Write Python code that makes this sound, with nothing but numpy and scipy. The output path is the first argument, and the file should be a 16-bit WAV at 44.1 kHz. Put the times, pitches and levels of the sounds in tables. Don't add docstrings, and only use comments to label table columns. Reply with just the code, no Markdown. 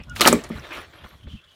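import sys
import numpy as np
from scipy import signal
from scipy.fft import rfft, irfft
from scipy.io import wavfile
from scipy.ndimage import uniform_filter1d

SR = 44100
rng = np.random.default_rng(int(sys.argv[2]) if len(sys.argv) > 2 else 0)


def pcm_store(signal):
    levels = np.round(np.clip(np.atleast_2d(signal), -1, 1) * 32767)
    wavfile.write(sys.argv[1], SR, levels.astype(np.int16).T)


N = 68355


def amp(db):
    return 10 ** (np.asarray(db) / 20)


def evened(x):
    return x / np.sqrt(np.mean(x ** 2) + 1e-20)


def read_spectrum(points, hz):
    table_hz, value = np.transpose(points)
    return np.interp(np.log(hz + 1), np.log(table_hz + 1), value)


def curve(table, index):
    rows = np.array(table)
    return np.interp(np.arange(N) / SR, rows[:, 0], rows[:, index])


def add(mix, start_s, sound):
    part = mix[max(round(start_s * SR), 0):][:len(sound)]
    part += sound[:len(part)]


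def coloured(x, gain):
    hz = np.fft.rfftfreq(len(x), 1 / SR)
    return evened(irfft(rfft(x) * gain(hz), len(x)))


def resonate(x, hz, width_hz):
    turn = np.exp(2j * np.pi * np.cumsum(hz * np.ones(len(x))) / SR)
    pole = np.exp(-np.pi * width_hz / SR)
    smoothed = signal.lfilter([1 - pole], [1, -pole], x / turn)
    return 2 * (turn * smoothed).real


PATCH_DB = 2.6


def patchy(x):
    z = signal.stft(x, nperseg=256)[2]
    across_hz = uniform_filter1d(rng.standard_normal(z.shape), size=4, axis=0)
    patches = evened(uniform_filter1d(across_hz, size=14, axis=1))
    return signal.istft(z * amp(PATCH_DB * patches), nperseg=256)[1][:N]


# (time [s], level of the scrape [dB], treble above it [dB])
RUSTLE_LEVELS = [(0, -43.5, -36), (.03, -61, -4), (.06, -62, -9), (.15, -54.5, -10), (.158, -48, 8.5),
                 (.19, -39.5, -2), (.206, -28.5, -13), (.212, -18, -2), (.235, -23, -4.5), (.25, -24, -6),
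                 (.262, -15.5, -10.5), (.285, -15.5, -2), (.3, -35, 5), (.325, -27, -22), (.345, -29, -22),
                 (.38, -38.5, -15), (.434, -46, -15), (.44, -37.5, -18), (.48, -49.5, -10),
                 (.52, -42.5, -17), (.58, -43.5, -11), (.625, -45, -14.5), (.65, -39, -18),
                 (.704, -46, -13.5), (.709, -36, -26), (.735, -38.5, -11.5), (.78, -35.5, -16.5),
                 (.82, -45, -11), (.85, -43.5, -22.5), (.87, -51, -13.5), (.92, -57, -8.5),
                 (.945, -48.5, -15.5), (1.0, -49.5, -22), (1.041, -54.5, -9), (1.055, -47.5, -12.5),
                 (1.1, -54.5, -10), (1.145, -52.5, -15), (1.17, -61, -5.5), (1.3, -61, -15),
                 (1.4, -63, -12.5), (1.55, -62.5, -5.5)]
# (frequency [Hz], relative level [dB per Hz])
SCRAPE_SPECTRUM = [(88, -38), (150, -11), (198, -23), (340, -1.5), (422, -8), (602, -4), (807, -9.5),
                   (1210, -5), (2410, -12), (6000, -27.5), (7800, -61), (13200, -120)]
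# (frequency [Hz], relative level [dB per Hz])
FIZZ_SPECTRUM = [(2350, -1.5), (4000, -1.5), (4960, -15.5), (5570, -12), (8400, -15.5), (13300, -17.5),
                 (15000, -15.5), (16000, -28.5)]
GRAINS_PER_S, GRAIN_SPREAD_DB = 2000, 3.5
SMOOTH_SHARE = 0.52


def rustle():
    size_db = GRAIN_SPREAD_DB * np.minimum(rng.exponential(1, N), 3.5)
    size = amp(size_db) * rng.choice([-1., 1.], N)
    slips = evened(size * (rng.random(N) < GRAINS_PER_S / SR))
    drive = patchy((1 - SMOOTH_SHARE) * slips + SMOOTH_SHARE * rng.standard_normal(N))
    scrape = coloured(drive, lambda f: amp(read_spectrum(SCRAPE_SPECTRUM, f)) * (f > 120) / (1 + (f / 6000) ** 4))
    fizz = coloured(drive, lambda f: amp(read_spectrum(FIZZ_SPECTRUM, f)) / (1 + (4000 / (f + 1)) ** 4))
    treble = amp(curve(RUSTLE_LEVELS, index=2)) * fizz
    return amp(curve(RUSTLE_LEVELS, index=1)) * (scrape + treble)


# (time [s], level [dB])
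GUSTS = [(0.0, -36), (0.02, -40), (0.038, -54.5), (0.082, -39.5), (0.128, -37), (0.232, -39), (0.25, -41.5),
         (0.336, -32.5), (0.41, -47.5), (0.482, -44), (0.538, -48), (0.56, -32.5), (0.608, -40.5),
         (0.646, -50.5), (0.754, -58), (0.772, -44.5), (0.816, -48.5), (0.858, -59), (0.892, -48.5),
         (0.932, -64.5), (0.954, -52), (0.984, -60), (1.014, -50.5), (1.056, -41), (1.092, -64),
         (1.148, -45.5), (1.174, -55), (1.226, -52), (1.246, -41.5), (1.272, -32), (1.298, -48),
         (1.354, -30.5), (1.368, -47.5), (1.39, -57), (1.436, -72), (1.466, -60), (1.506, -67),
         (1.55, -69.5)]
# (frequency [Hz], relative level [dB per Hz])
AIR_SPECTRUM = [(12, -30), (20, -12.5), (64, 7.5), (97, 4), (272, -8.5), (350, -30), (460, -50.5),
                (770, -120)]
AIR_EVENNESS = .7


def rumble():
    low = coloured(rng.standard_normal(N), lambda f: amp(read_spectrum(AIR_SPECTRUM, f)) * (f < 450))
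    swell = uniform_filter1d(uniform_filter1d(low ** 2, size=900), size=900) + 0.18
    return amp(curve(GUSTS, index=1)) * low / swell ** (AIR_EVENNESS / 2)


# (frequency [Hz], relative level [dB per Hz])
BARN_SPECTRUM = [(18, -41.5), (30, -18), (64, 1.5), (540, -22.5), (866, -22.5), (937, -18), (1350, -9),
                 (1460, -12.5), (2610, -23), (2900, 26.5), (3400, 39.5), (4910, -31.5), (16000, -23.5)]
BARN_DB = -66


def barn_bed():
    return amp(BARN_DB) * coloured(rng.standard_normal(N), lambda f: amp(read_spectrum(BARN_SPECTRUM, f)))


# (time [s], level [dB], centre [Hz], spread [octaves], length [s])
NOISE_BURSTS = [(.001, -48.5, 2610, .12, 0.025), (.036, -47, 5430, 0.11, 0.0024),
                (0.0967, -40, 6740, 0.31, 0.0023), (0.1616, -30.5, 1930, 0.96, 0.0099),
                (0.197, -23.5, 3600, 0.46, 0.0028), (0.2087, -6, 3400, 1.05, 0.0014),
                (0.2147, -8.5, 6010, 1.1, 0.0019), (0.216, -8.5, 2450, 0.48, .003),
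                (0.2255, -14.5, 3450, 0.091, .002), (0.238, -23.5, 8000, 1.1, 0.0018),
                (0.253, -7.5, 2710, .22, 0.0022), (0.26, -8, 746.6, 0.36, 0.0028),
                (0.2654, -14.5, 1401, 0.45, .003), (0.2607, -18.5, 7010, 1.2, .0026),
                (0.274, -8, 5043, 0.073, .003), (0.275, -3.5, 5660, .9, 0.0024),
                (0.2761, -9.5, 1047, 0.45, 0.0058), (0.282, -13, 10950, .6, 0.0038),
                (0.327, -11.5, 7700, 0.31, 0.0024), (0.331, -24, 10600, 0.88, 0.0066),
                (0.382, -44, 11100, 0.6, 0.0016), (.438, -35.5, 5730, 0.68, 0.0025),
                (0.442, -41, 6000, 0.59, 0.0051), (0.4896, -51.5, 10800, 0.5, 0.0096),
                (0.596, -44.5, 5520, 0.074, 0.0036), (0.709, -37, 1220, 1.15, .005),
                (0.7202, -35.5, 2300, 0.28, 0.02), (.738, -37.5, 2450, 0.33, 0.028),
                (0.935, -48.5, 1700, 0.41, 0.0093), (1.041, -41.5, 1166, 0.61, 0.0098),
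                (1.062, -41, 1130, 0.28, 0.0048), (1.109, -48, 1827, .3, 0.0045),
                (1.134, -50.5, 1064, 0.4, 0.0082), (1.268, -53, 1940, 0.53, 0.02),
                (0.958, -66.5, 11350, 0.033, 0.069), (1.084, -66.5, 11600, 0.031, .065),
                (1.089, -56, 12700, 0.43, 0.0053)]
BURST_RISE_S, SCATTER_DB, SCATTER_S = 0.00056, -19, 0.0059


def slaps_and_hisses():
    out, t = np.zeros(N), np.arange(4096) / SR
    noises = rng.standard_normal((len(NOISE_BURSTS), 4096))
    for (start_s, db, centre_hz, spread, length), noise in zip(NOISE_BURSTS, noises):
        band = coloured(noise, lambda f: np.exp(-.5 * (np.log2((f + 1) / centre_hz) / spread) ** 2))
        shape = np.exp(-(t / length) ** 2) + amp(SCATTER_DB) * np.exp(-t / SCATTER_S)
        envelope = np.minimum(t / BURST_RISE_S, 1) * shape
        burst = envelope * band
        add(out, start_s, amp(db) * burst * np.linalg.norm(envelope) / np.linalg.norm(burst))
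    return out


# (time [s], length [s], level [dB], start [Hz], end [Hz])
FAR_CHIRPS = [(.001, 0.011, -63, 3400, 3400), (0.031, 0.013, -50, 2640, 2600),
              (0.039, 0.012, -62, 3350, 3450), (0.456, 0.0285, -58, 4210, 3890),
              (0.567, 0.016, -51, 4040, 4000), (.93, .02, -56, 3185, 3200),
              (0.985, 0.013, -53.5, 3270, 3090), (1.036, 0.018, -50, 3184, 3560),
              (1.206, 0.012, -56.5, 3108, 3230), (1.228, 0.02, -55, 3260, 2950),
              (1.272, 0.026, -63, 3953, 3950), (1.274, 0.028, -58, 3435, 3380),
              (1.288, 0.028, -51.5, 3045, 2974), (1.293, 0.041, -57, 3407, 3440),
              (1.303, 0.05, -49.5, 3300, 2900), (1.343, 0.032, -52.5, 3103, 3070),
              (1.358, 0.049, -54.5, 2695, 2660), (1.411, .015, -58.5, 3070, 3000),
              (1.438, 0.015, -55.5, 3460, 3330), (1.488, .015, -64, 4520, 4500),
              (1.464, 0.045, -62, 2958, 2976), (1.504, 0.0217, -55, 3440, 2770),
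              (1.517, 0.043, -61.5, 2923, 3026)]
CHIRP_BLUR_HZ, CHIRP_BLUR_SHARE = 240, .85


def chirps():
    out = np.zeros(N)
    noises = rng.standard_normal((len(FAR_CHIRPS), 4000))
    for (start_s, length, db, from_hz, to_hz), noise in zip(FAR_CHIRPS, noises):
        progress = np.arange(0, length, 1 / SR) / length
        hz = from_hz + (to_hz - from_hz) * progress
        whistle = np.sin(2 * np.pi * np.cumsum(hz) / SR)
        blur = evened(resonate(noise[:len(progress)], hz, CHIRP_BLUR_HZ))
        add(out, start_s, amp(db) * np.sin(np.pi * progress) * (whistle + CHIRP_BLUR_SHARE * blur))
    return out


# (time [s], pitch [Hz], level [dB], level of the octave [dB])
SQUEAK_TRACK = [(0.075, 1455, -67, -96.5), (0.101, 1446, -44.5, -50.5), (0.119, 1430, -35.5, -56.5),
                (0.129, 1455, -49, -70.5), (0.139, 1410, -43.5, -74.5), (0.15, 1343, -65.5, -65)]


def squeak():
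    t = np.arange(N) / SR
    phase = 2 * np.pi * np.cumsum(curve(SQUEAK_TRACK, index=1)) / SR
    tone = amp(curve(SQUEAK_TRACK, index=2)) * np.sin(phase)
    octave = amp(curve(SQUEAK_TRACK, index=3)) * np.sin(2 * phase)
    sounding = (t > SQUEAK_TRACK[0][0]) * (t < SQUEAK_TRACK[-1][0])
    return np.sqrt(2) * (tone + octave) * sounding


# (time [s], level before the low cut [dB], contact [s])
BOX_BLOWS = [(0.199, -30.5, 0.00059), (0.2092, -22, 0.00018), (0.2587, -19, .0009), (0.265, -21.5, 0.00049),
             (.279, -12.5, 0.0017), (0.328, -9, 0.00086), (0.335, -12.5, 0.002), (0.344, -10, 0.0024),
             (0.361, -20, 0.0013), (.376, -26.5, 0.0013), (0.391, -33, 0.0015), (0.297, -14.5, 0.0014),
             (0.313, -21, 0.0017), (0.502, -28.5, 0.00093), (0.5061, -15, 0.0032), (0.534, -35, 0.0013),
             (0.565, -42.5, 0.00072), (0.774, -41.5, 0.00068), (1.046, -47, 0.00066),
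             (1.274, -42.5, 0.00098)]
# (frequency [Hz], relative level [dB], t60 [s])
BOX_MODES = [(178, -7.5, .1), (207.2, -5, 0.045), (227, 1.5, 0.092), (286.4, -6.5, 0.097), (309, 0, 0.048),
             (422.4, -10.5, 0.17), (464, -10, 0.11), (590, 0.5, 0.029), (810, -17, 0.0063),
             (910, -8.5, 0.043), (990, -20.5, 0.0091), (1232, 9, 0.022), (1740, -21, 0.019),
             (2290, -12.5, 0.01986)]
STRIKE_SPOT_DB, STRIKE_SPOT_PITCH = 1.5, .015
LONGEST_RING_S = .125


def knocks():
    out, t = np.zeros(N), np.arange(10000) / SR
    spots = rng.standard_normal((len(BOX_BLOWS), len(BOX_MODES), 2))
    for (start_s, db, contact), spot in zip(BOX_BLOWS, spots):
        ring = np.zeros(len(t))
        for k, ((hz, mode_db, t60), (level_shift, pitch_shift)) in enumerate(zip(BOX_MODES, spot)):
            decay_db = 60 * t / min(t60, LONGEST_RING_S)
            level = amp(mode_db + STRIKE_SPOT_DB * level_shift - decay_db)
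            mode_hz = hz * (1 + STRIKE_SPOT_PITCH * pitch_shift)
            ring += (-1) ** k * level * np.sin(2 * np.pi * mode_hz * t)
        push = np.sin(np.pi * np.clip(t[:400] / contact, 0, 1))
        add(out, start_s, amp(db) * signal.oaconvolve(ring, push / push.sum()))
    return coloured(out, lambda f: f ** 2 / (f ** 2 + 110 ** 2)) * np.sqrt(np.mean(out ** 2))


# (frequency [Hz], t60 [s])
ROOM_DECAY = [(200, .12), (1000, .2), (4000, .25), (12000, .22)]


def room(x):
    taps = np.zeros(SR // 2)
    at = np.arange(120, len(taps) - 20, 20)
    taps[at + rng.integers(0, 20, len(at))] = rng.choice([-1., 1.], len(at))
    hz, t, z = signal.stft(taps, SR, nperseg=256)
    decay = amp(-60 * t / read_spectrum(ROOM_DECAY, hz)[:, None])
    tail = signal.istft(z * decay, SR, nperseg=256)[1]
    return signal.fftconvolve(x, tail / np.linalg.norm(tail))[:N]


ROOM_DB, CHIRP_ROOM_DB = -15, -7.5


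def scene():
    near = slaps_and_hisses() + knocks() + rustle() + squeak()
    far = chirps()
    reflected = room(amp(ROOM_DB) * near + amp(CHIRP_ROOM_DB) * far)
    return (near + far + reflected + rumble() + barn_bed())[None]


MIC_DROOP_HZ, CLIP_LEVEL, EDGE_HZ = 14400, 1.0, 16050


def record(dry):
    hz = np.fft.rfftfreq(N, 1 / SR)
    droop = irfft(rfft(dry) / np.sqrt(1 + (hz / MIC_DROOP_HZ) ** 4), N)
    clipped = np.clip(droop, -CLIP_LEVEL, CLIP_LEVEL)
    band_limit = signal.firwin(511, EDGE_HZ, window=("kaiser", 9), fs=SR)
    return signal.oaconvolve(clipped, band_limit[None], "same")


dry = scene()
out = record(dry)
pcm_store(out)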